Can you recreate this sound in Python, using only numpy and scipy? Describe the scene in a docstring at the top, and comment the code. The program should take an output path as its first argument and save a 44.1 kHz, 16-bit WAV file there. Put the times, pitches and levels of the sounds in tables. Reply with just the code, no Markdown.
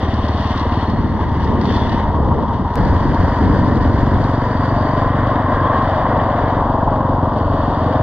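"""A small four-stroke single circles a frozen pond, heard from the rider's seat.
From the start the exhaust thumps about 19 times a second, the engine clatters, and the tyres roar,
crunch and squeak on the ice in a steady wind. Chips snap off, bumps knock the frame, gusts buffet
the microphone. At 2.76 s the ride jumps, with a faint tick, to a faster lap of 22-24 firings a second.
The gusts end soon after 4 s; around 6 s the roar peaks and short tones sink through it."""
import sys
import numpy as np
from scipy import signal
from scipy.fft import rfft, irfft, next_fast_len
from scipy.io import wavfile

SR = 44100
rng = np.random.default_rng(int(sys.argv[2]) if len(sys.argv) > 2 else 0)


def to_wav(s):
    """Save 16-bit WAV."""
    ch = np.atleast_2d(s).T  # columns
    pcm = np.round(np.clip(ch, -1, 1) * 32767)  # PCM
    wavfile.write(sys.argv[1], SR, pcm.astype(np.int16))


N = 353682
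TIME_S = np.arange(N) / SR
FFT_SIZE = next_fast_len(N)
BIN_HZ = np.fft.rfftfreq(FFT_SIZE, 1 / SR)
JUMP_S = 2.7563
OPPOSITE_EARS = np.array([[1], [-1]])


def from_db(db):
    """Decibels to gain."""
    return 10 ** (np.asarray(db) / 20)


def unit_rms(x):
    """Scale to unit power."""
    return x / np.sqrt(np.mean(x ** 2) + 1e-20)


def curves(rows):
    """Each value column of a time table at every sample."""
    times_s, *columns = np.transpose(rows)
    return [np.interp(TIME_S, times_s, column) for column in columns]


def per_lap(slow, fast):
    """One value before the jump, another after it."""
    return np.where(TIME_S < JUMP_S, slow, fast)


def swell(start_s, length_s, attack_s, release_s):
    """Trapezoid from 0 to 1, released after length_s, confined to the lap that holds its middle."""
    t = TIME_S - start_s
    on_slow_lap = start_s + length_s / 2 < JUMP_S
    envelope = np.clip(np.minimum(t / attack_s, 1 - (t - length_s) / release_s), 0, 1)
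    return envelope * per_lap(on_slow_lap, not on_slow_lap)


def bin_gains(spectrum):
    """A (Hz, dB) table as a gain per frequency bin."""
    hz, db = np.transpose(spectrum)
    return from_db(np.interp(np.log(BIN_HZ + 1), np.log(hz), db))


def coloured(x, spectrum):
    """Filter by a (Hz, dB) table, with steep skirts beyond its ends; unit power."""
    hz = BIN_HZ + 1
    skirts = np.minimum(1, np.minimum(hz / spectrum[0][0], spectrum[-1][0] / hz)) ** 8
    return unit_rms(irfft(rfft(x, FFT_SIZE) * bin_gains(spectrum) * skirts, FFT_SIZE)[..., :N])


def coloured_per_lap(x, slow_spectrum, fast_spectrum):
    """One colour on each lap."""
    return per_lap(coloured(x, slow_spectrum), coloured(x, fast_spectrum))


def drift(rate_hz):
    """Smooth random curve of unit power that changes at about rate_hz."""
    step, settle = 40, 2000
    pole = np.exp(-2 * np.pi * rate_hz * step / SR)
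    noise = rng.standard_normal(N // step + settle + 2)
    slow = signal.lfilter([1], [1, -2 * pole, pole * pole], noise)[settle:]
    return np.interp(np.arange(N) / step, np.arange(len(slow)), unit_rms(slow))


def resonance(hz, width_hz):
    """Two-pole band-pass with unit peak gain."""
    r = np.exp(-np.pi * width_hz / SR)
    return np.array([1, 0, -1]) * (1 - r * r) / 2, [1, -2 * r * np.cos(2 * np.pi * hz / SR), r * r]


def moving_ring(drive, hz, width_hz, block=256):
    """A resonance whose centre follows a curve; unit power."""
    out, state = np.zeros((2, N)), np.zeros((2, 2))
    for i in range(0, N, block):
        b, a = resonance(hz[i], width_hz)
        out[:, i:i + block], state = signal.lfilter(b, a, drive[:, i:i + block], zi=state)
    return unit_rms(out)


def impulses(turns):
    """A unit click whenever turns rises past a whole number."""
    return (np.diff(np.floor(turns), prepend=np.floor(turns[0])) > 0) * 1.


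def grains(per_s, spread_db):
    """Two independent streams of tiny clicks of uneven size; unit power."""
    sizes = from_db(spread_db * np.minimum(rng.exponential(1, (2, N)), 4))
    signs = rng.choice([-1, 1], (2, N))
    return unit_rms(sizes * signs * (rng.random((2, N)) < per_s / SR))


# Each row: time in seconds, firings per second.
FIRING_RATE = [(0.0, 19.072), (0.7, 18.63), (1.4, 18.226), (2.1, 17.873), (2.75, 17.768), (2.77, 22.109),
               (3.2, 22.486), (3.6, 22.649), (4.1, 22.744), (4.6, 23.33), (5.05, 23.806), (5.5, 23.328),
               (6.0, 23.135), (6.5, 22.862), (6.95, 22.83), (7.3, 22.122), (7.7, 22.019), (8.02, 21.569)]


def engine_cycles(first_firing_cycles=.576, skipped_cycles=.469):
    """Running count of cycles, each one firing and two crank turns; the jump skips part of one."""
    firings_per_s, = curves(FIRING_RATE)
    return np.cumsum(firings_per_s) / SR - first_firing_cycles - per_lap(0, skipped_cycles)


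# Each row: time in seconds, relative pulse strength in dB.
THROTTLE_CURVE = [(0, 1.5), (1.2, 1), (2.7, -1.5), (3.3, 0), (3.6, 3), (4.4, 1.7), (5.2, 1.4), (6, -1.5),
                  (6.9, 0.2), (8, 1)]
# Silencer and airbox modes per lap. Each row: centre in Hz, width in Hz, gain in dB, polarity.
SLOW_PIPE_MODES = [(76, 15, 2.8, -1), (110, 45, -6.5, 1), (189, 11, -6.5, -1), (211, 30, -6.5, -1),
                   (260, 120, -0.2, 1)]
FAST_PIPE_MODES = [(82, 10, 2.3, -1), (112, 34, -1.7, 1), (138, 11, -9.4, 1), (226, 32, -2.6, 1),
                   (252, 20, -8, 1), (292, 75, 2.1, -1)]


def exhaust(cycle, gain_db=0.2, puff_s=0.0009, uneven_db=0.4, wander_cycles=0.004):
    """One rounded puff of gas per firing, never quite on time, rings the silencer and airbox."""
    throttle_db, = curves(THROTTLE_CURVE)
    firings = impulses(cycle + wander_cycles * drift(9.2))
    firings *= from_db(gain_db + throttle_db + uneven_db * rng.standard_normal(N))
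    puff = np.exp(-.5 * (np.arange(-256, 257) / SR / puff_s) ** 2)
    flow = signal.fftconvolve(firings, puff, "same")

    def pipe(modes):
        return sum(polarity * from_db(db) * signal.lfilter(*resonance(hz, width_hz), flow)
                   for hz, width_hz, db, polarity in modes)

    return per_lap(pipe(SLOW_PIPE_MODES), pipe(FAST_PIPE_MODES))


# Each row: time in seconds, relative level in dB, casing ring in Hz.
CLATTER_CURVE = [(0.0, -28.5, 1053), (0.65, -25, 1026), (1.1, -27, 970), (2.0, -23.5, 966),
                 (2.65, -24.5, 927), (2.9, -24, 950), (3.55, -24, 985), (3.85, -25, 993), (4.5, -24, 1015),
                 (5.7, -21, 1079), (6.35, -22.5, 1060), (6.85, -23, 1014), (8.02, -25, 1072)]
# Each row: frequency in Hz, relative level in dB.
CASING_SPECTRUM = [(650, -18.5), (820, -1.5), (920, 2), (1100, -0.5), (1200, -2.5), (1320, -8),
                   (1600, -12.5)]


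def clatter(cycle, gain_db=-0.5, knock_db=-2, whine_db=-8, burst_db=1.4, per_cycle=8, play_cycles=.005):
    """Valves and piston knock at set crank angles, the chain rattles; both ring the whining casing."""
    clatter_db, ring_hz = curves(CLATTER_CURVE)
    offsets = (np.arange(per_cycle) + rng.uniform(-.45, .45, per_cycle)) / per_cycle
    knocks = sum(impulses(cycle + offset + play_cycles * drift(20)) for offset in offsets)
    knocks *= from_db(2 * rng.standard_normal(N))
    impacts = grains(per_s=3000, spread_db=2.5)   # chain
    impacts[0] += from_db(knock_db) * unit_rms(knocks)
    whine = moving_ring(grains(per_s=3000, spread_db=2), ring_hz, width_hz=95)
    rattle = moving_ring(from_db(burst_db * drift(30)) * impacts, ring_hz, width_hz=250)
    casing = coloured(rattle + from_db(whine_db) * whine, CASING_SPECTRUM)
    return from_db(gain_db + clatter_db) * casing / np.std(casing[0])


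# Each row: start in seconds, length in seconds, scrape loss in dB.
SMOOTH_PATCHES = [(1.988, 0.65, 4), (6.551, 0.73, 5)]


def smooth_loss_db(release_s):
    """Scrape lost while the tyre runs over smooth ice."""
    return sum(db * swell(start_s, length_s, attack_s=0.17, release_s=release_s)
               for start_s, length_s, db in SMOOTH_PATCHES)


def dulled(crunch, corner_hz=1550):
    """Smooth ice takes the top off the crunch, which is slow to return."""
    low = signal.sosfiltfilt(signal.butter(6, corner_hz, fs=SR, output="sos"), crunch)
    return low + (crunch - low) * from_db(-1.75 * smooth_loss_db(release_s=1))


# Each row: start in seconds, length in seconds, scrape level in dB, spray level in dB.
TYRE_SLIDES = [(-0.1, 0.92, -42.5, -55), (0.317, 0.25, -42.5, -51.5), (1.38, 0.06, -48, -54.5),
               (1.589, 0.19, -44, -52), (1.625, 0.16, -44.5, -53), (1.824, 0.11, -40.5, -53),
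               (2.603, 2.4, -63, -53.5), (5.723, 0.25, -49, -59.5), (7.299, 0.53, -53.5, -63.5)]


def bite(sag_db_per_s=1.5, crunch_over_scrape_db=2.5):
    """Crunch, scrape and spray gains: down on smooth ice, up in slides; drive lifts the first two."""
    clatter_db, _ = curves(CLATTER_CURVE)
    drive_db = clatter_db - clatter_db.mean()
    loss_db = smooth_loss_db(release_s=0.45)
    crunch = from_db(per_lap(-36, -33) + 0.76 * drive_db - 0.22 * loss_db)
    scrape = from_db(per_lap(-47.5, -47) + 0.34 * drive_db - loss_db)
    spray = from_db(per_lap(-58, -58.5) - 0.71 * loss_db)
    for start_s, length_s, scrape_db, spray_db in TYRE_SLIDES:
        slide = swell(start_s, length_s, attack_s=.06, release_s=0.13)
        slide *= from_db(-sag_db_per_s * (TIME_S - start_s))
        crunch = np.hypot(crunch, slide * from_db(scrape_db + crunch_over_scrape_db))
        scrape = np.hypot(scrape, slide * from_db(scrape_db))
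        spray = np.hypot(spray, slide * from_db(spray_db))
    return crunch, scrape, spray


# Each row: time in seconds, tread roar level in dB.
ROAR_CURVE = [(0.0, -26.5), (0.85, -29.5), (1.1, -34.5), (1.9, -28.5), (2.6, -32), (2.8, -28.5),
              (4.4, -24.5), (6.0, -20.5), (6.6, -22), (7.1, -24.5), (8.02, -20.5)]
# Tyre noise on ice; SLOW and FAST are the laps. Each row: frequency in Hz, relative level in dB.
SLOW_ROAR_SPECTRUM = [(310, -17.5), (390, -5), (480, -4.5), (620, 1.5), (730, 2.5), (840, -2), (1000, -17)]
FAST_ROAR_SPECTRUM = [(310, -11), (390, -8.5), (470, -1.5), (600, 3), (730, 2), (850, -4), (1000, -9)]
SLOW_CRUNCH_SPECTRUM = [(1100, -9.5), (1320, -0.5), (1550, 1.5), (1900, 4.5), (2080, -4), (2250, -11.5),
                        (2500, -24)]
FAST_CRUNCH_SPECTRUM = [(1100, -17), (1320, -1.5), (1600, -1.5), (1880, -1.5), (2030, -8.5), (2250, -18.5),
                        (2500, -26)]
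SCRAPE_SPECTRUM = [(2100, -14.5), (2450, -8.5), (2750, -1.5), (3000, 4), (3300, 4), (3600, 1.5), (3850, -2),
                   (4100, -18.5)]
SLOW_SPRAY_SPECTRUM = [(3800, -20), (4050, -7.5), (4250, 4), (4500, -1), (4700, 1.5), (5050, -5),
                       (5300, -5), (5600, -8), (5900, -7), (6400, -16.5), (8000, -31.5), (12000, -38)]
FAST_SPRAY_SPECTRUM = [(3800, -24), (4050, -3.5), (4250, 3), (4500, 0), (4700, 4.5), (5000, 0.5),
                       (5250, -8.5), (6000, -10.5), (6800, -11.5), (8000, -31), (10000, -30),
                       (12000, -32.5), (14000, -43.5)]
HISS_SPECTRUM = [(7000, -7), (8800, 2), (10500, -2.5), (12000, -6), (14000, -13)]


def tyres(cycle, surge_depth=0.064, patchy_db=0.85, clump_db=0.83, hiss_db=-80.5):
    """The tread drums on the ice, crushes its crust and throws off fine chips."""
    roar_db, = curves(ROAR_CURVE)
    crunch_gain, scrape_gain, spray_gain = bite()
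    tread = grains(per_s=2500, spread_db=1.5)
    roar = from_db(roar_db) * coloured_per_lap(tread, SLOW_ROAR_SPECTRUM, FAST_ROAR_SPECTRUM)
    crust = grains(per_s=4500, spread_db=3)
    crunch = crunch_gain * dulled(coloured_per_lap(crust, SLOW_CRUNCH_SPECTRUM, FAST_CRUNCH_SPECTRUM))
    chips = grains(per_s=9000, spread_db=2.5)
    scrape = scrape_gain * coloured(chips, SCRAPE_SPECTRUM)
    spray = spray_gain * coloured_per_lap(chips, SLOW_SPRAY_SPECTRUM, FAST_SPRAY_SPECTRUM)
    hiss = from_db(hiss_db) * np.sqrt(spray_gain / spray_gain.mean()) * coloured(chips, HISS_SPECTRUM)
    crank_surge = 1 + surge_depth * np.cos(4 * np.pi * cycle)
    grip = crank_surge * from_db(patchy_db * drift(14))
    clumps = unit_rms(from_db(clump_db * drift(70)))
    return grip * (roar + crunch + clumps * (scrape + spray) + hiss)


# Steady wind. Each row: frequency in Hz, relative level in dB.
RUMBLE_SPECTRUM = [(12, -12.5), (24, -4.5), (42, -1), (62, -5), (90, -4), (130, -19)]
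FLUTTER_SPECTRUM = [(90, -12.5), (118, -1), (160, -5), (200, -2.5), (250, -6.5), (310, -6.5), (380, -10),
                    (480, -11.5)]


def riding_wind(flutter_db=1.5):
    """Air streams past, stronger on the fast lap: a steady rumble under a quick flutter."""
    rumble = from_db(per_lap(-27, -24.5)) * coloured(rng.standard_normal((2, N)), RUMBLE_SPECTRUM)
    flutter_gain = from_db(per_lap(-27.5, -25.5) + flutter_db * drift(29))
    return rumble + flutter_gain * coloured(rng.standard_normal((2, N)), FLUTTER_SPECTRUM)


# Each row: start in seconds, length in seconds, first and last pitch in Hz, width in Hz, level in dB.
SQUEAL_EVENTS = [(0.05, 0.85, 4260, 4240, 45, -53), (0.46, 0.16, 2070, 2070, 12, -46),
                 (1.08, 0.4, 930, 945, 35, -34), (1.62, 0.2, 3480, 3400, 150, -39.5),
                 (4.3, 0.62, 4710, 4640, 100, -55), (4.85, 0.45, 1025, 1040, 55, -27),
                 (5.36, 0.42, 1050, 1080, 65, -21.5), (5.48, 0.28, 1620, 1595, 45, -36),
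                 (5.6, 0.08, 3040, 3440, 80, -46.5), (5.7, 0.2, 4180, 4210, 40, -60),
                 (7.2, 0.7, 4350, 4500, 150, -59), (7.66, 0.28, 1810, 1820, 15, -48)]


def squeals(fade_share=.4):
    """Rough, unsteady resonances swell out of the clatter and scrape, then fade."""
    out = np.zeros(N)
    for start_s, length_s, first_hz, last_hz, width_hz, db in SQUEAL_EVENTS:
        fade_s = fade_share * length_s
        hz = np.interp(TIME_S, [start_s, start_s + length_s + fade_s], [first_hz, last_hz])
        phase = 2 * np.pi * np.cumsum(hz) / SR
        rough_tone = drift(width_hz) * np.cos(phase) + drift(width_hz) * np.sin(phase)
        out += from_db(db) * swell(start_s, length_s, fade_s, fade_s) * rough_tone
    return out


# Each row: start in seconds, level in dB before the band-pass.
ICE_CRACKS = [(0.140, -27), (0.283, -24.5), (0.575, -24), (0.596, -24), (0.898, -31), (1.444, -29.5),
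              (1.613, -27), (1.654, -23), (1.763, -23.5), (1.893, -25), (2.737, -34), (2.772, -32),
              (2.848, -31.5), (3.144, -32), (3.755, -30), (4.238, -29)]


def ice_cracks(t60_s=.04, band_hz=(2800, 4900)):
    """Larger chips snap off one by one, each a brief burst of noise."""
    out, t = np.zeros((2, N)), np.arange(SR // 20) / SR
    for start_s, db in ICE_CRACKS:
        i = int(start_s * SR)
        out[:, i:i + len(t)] += from_db(db - 60 * t / t60_s) * rng.standard_normal((2, len(t)))
    return signal.sosfilt(signal.butter(3, band_hz, "band", fs=SR, output="sos"), out)


# Each row: start in seconds, pitch in Hz, peak in dB before the low-pass, T60 in seconds.
FRAME_KNOCKS = [(0.653, 530, -12, 0.03), (0.661, 365, -11.5, 0.024), (0.831, 870, -10.5, 0.013),
                (1.192, 894, -13, .039), (3.052, 267, -8, 0.041)]


def frame_knocks(top_hz=1300):
    """Bumps jolt the frame, each a dull, quickly damped ring."""
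    out, t = np.zeros(N), np.arange(SR // 10) / SR
    for start_s, hz, db, t60_s in FRAME_KNOCKS:
        i = int(start_s * SR)
        out[i:i + len(t)] += from_db(db - 60 * t / t60_s) * np.sin(2 * np.pi * hz * t)
    return signal.sosfilt(signal.butter(4, top_hz, fs=SR, output="sos"), out)


# Each row: start in seconds, length in seconds, then buffet, rush and blast levels in dB.
GUST_EVENTS = [(0.862, 0.6, -27.5, -22.5, -34), (1.462, 0.19, -25.5, -18.5, -28.5),
               (1.65, 0.27, -28, -20.5, -30.5), (1.899, 0.73, -25, -24, -41.5),
               (2.167, 0.25, -22, -21.5, -25.5), (2.745, 0.15, -17, -17.5, -26),
               (2.872, 0.17, -16.5, -21, -30), (3.026, 0.088, -20.5, -19.5, -32),
               (3.167, 0.12, -15.5, -23.5, -31.5), (3.376, 0.27, -19, -17.5, -29.5),
               (3.65, 0.13, -19, -17, -30), (3.808, 0.22, -18, -21, -32), (4.056, 0.16, -16, -21.5, -31)]
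# Low, middle and upper gust bands. Each row: frequency in Hz, relative level in dB.
BUFFET_SPECTRUM = [(12, -16.5), (24, -5.5), (45, -6.5), (68, 3.5), (95, -2.5), (130, -14.5)]
RUSH_SPECTRUM = [(90, -17.5), (122, 1.5), (155, -2), (190, -2.5), (245, -3.5), (310, -7.5), (380, -15.5),
                 (480, -14)]
BLAST_SPECTRUM = [(300, -2.5), (400, 2.5), (520, 0.5), (700, -3.5), (1000, -14.5)]


def gusts(attack_s=0.036, release_s=0.069, flutter_db=1.5, side_buffet_db=-21.5, side_flutter_db=-12.5):
    """Eddies hit the microphone: heavy buffeting under a quick flutter; returns mid and side."""
    band_power = sum(np.outer(from_db(levels_db), swell(start_s, length_s, attack_s, release_s)) ** 2
                     for start_s, length_s, *levels_db in GUST_EVENTS)
    buffet_gain, rush_gain, blast_gain = np.sqrt(band_power)
    eddies = rng.standard_normal((3, 2, N))
    buffet = buffet_gain * coloured(eddies[0], BUFFET_SPECTRUM)
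    rush = rush_gain * coloured(eddies[1], RUSH_SPECTRUM)
    blast = blast_gain * coloured(eddies[2], BLAST_SPECTRUM)
    flutter = (rush + blast) * from_db(flutter_db * drift(29))
    side = from_db(side_buffet_db) * buffet[1] + from_db(side_flutter_db) * flutter[1]
    return buffet[0] + flutter[0], side


def jump_tick(peak_db=-15.5, decay_per_sample=0.84):
    """A small drop in pressure at the jump, the same in both ears."""
    click = (np.arange(N) == round(JUMP_S * SR)) * from_db(peak_db)
    return signal.lfilter([-1], [1, -decay_per_sample], click)


def sinking_tones(count=1600, low_hz=538.7, high_hz=1141, tone_s=.22, fall_hz_per_s=220, level_db=-23.5):
    """Short random tones sink in pitch, heard only around the height of the roar."""
    t = np.arange(int(tone_s * SR)) / SR
    out = np.zeros(N + len(t))
    for time_share, pitch_share in rng.random((count, 2)):
        i = int(time_share * N)
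        first_hz = low_hz + pitch_share * (high_hz - low_hz)
        phase = 2 * np.pi * (first_hz - fall_hz_per_s * t / 2) * t
        out[i:i + len(t)] += np.hanning(len(t)) * np.sin(phase)
    envelope = swell(start_s=5.65, length_s=1.5, attack_s=0.51, release_s=0.76)
    return from_db(level_db) * envelope * unit_rms(out[:N])


# Each row: frequency in Hz, side minus mid in dB.
PORT_WIDTH = [(30, -16), (70, -24), (150, -25), (260, -27), (400, -24), (700, -15), (1300, -18),
              (1900, -9.5), (2450, 2.5), (3300, -5.5), (3900, -0.5), (4400, 2.5), (5400, 4), (7400, 2),
              (8300, 2.5), (11500, -5)]
# Each row: frequency in Hz, left minus right in dB.
PORT_BALANCE = [(60, 0.6), (140, 0.5), (260, 1), (450, 1), (700, 3), (1350, 1), (1900, -1), (2700, 8.5),
                (3500, 7.5), (4400, -6.5), (5400, -6.5), (7500, 3), (11000, 12)]
# Each row: frequency in Hz, share of the remaining side power that is a steady phase shift.
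PORT_STEADY_SHARE = [(80, 0.86), (300, 0.81), (1000, .6), (2500, .65), (4500, .55), (8000, .25)]


def microphone_ports(direct, diffuse):
    """Two ports in one housing agree in the bass and differ in level and phase in the treble."""
    width, power_ratio = bin_gains(PORT_WIDTH), bin_gains(PORT_BALANCE) ** 2
    in_phase = (1 + width ** 2) / 2 * (power_ratio - 1) / (power_ratio + 1)
    remaining = np.sqrt(np.maximum(width ** 2 - in_phase ** 2, 0))
    steady_share = np.interp(BIN_HZ, *np.transpose(PORT_STEADY_SHARE))
    side = rfft(direct, FFT_SIZE) * (in_phase - 1j * remaining * np.sqrt(steady_share))
    side += rfft(diffuse, FFT_SIZE) * remaining * np.sqrt(1 - steady_share)
    return direct + irfft(side, FFT_SIZE)[:N] * OPPOSITE_EARS


def scene():
    """The crank times exhaust, clatter and grip; wind blows over all, and gusts differ between ports."""
    cycle = engine_cycles()
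    direct, diffuse = clatter(cycle) + tyres(cycle) + ice_cracks() + riding_wind()
    gust_mid, gust_side = gusts()
    direct += exhaust(cycle) + squeals() + frame_knocks() + gust_mid + sinking_tones()
    return microphone_ports(direct, diffuse) + gust_side * OPPOSITE_EARS + jump_tick()


def record(dry):
    """Clip at full scale, then low-pass with the stopband from 15.8 kHz."""
    return signal.sosfilt(signal.cheby2(12, 70, 15800, fs=SR, output="sos"), np.clip(dry, -1, 1))


dry = scene()
out = record(dry)
to_wav(out)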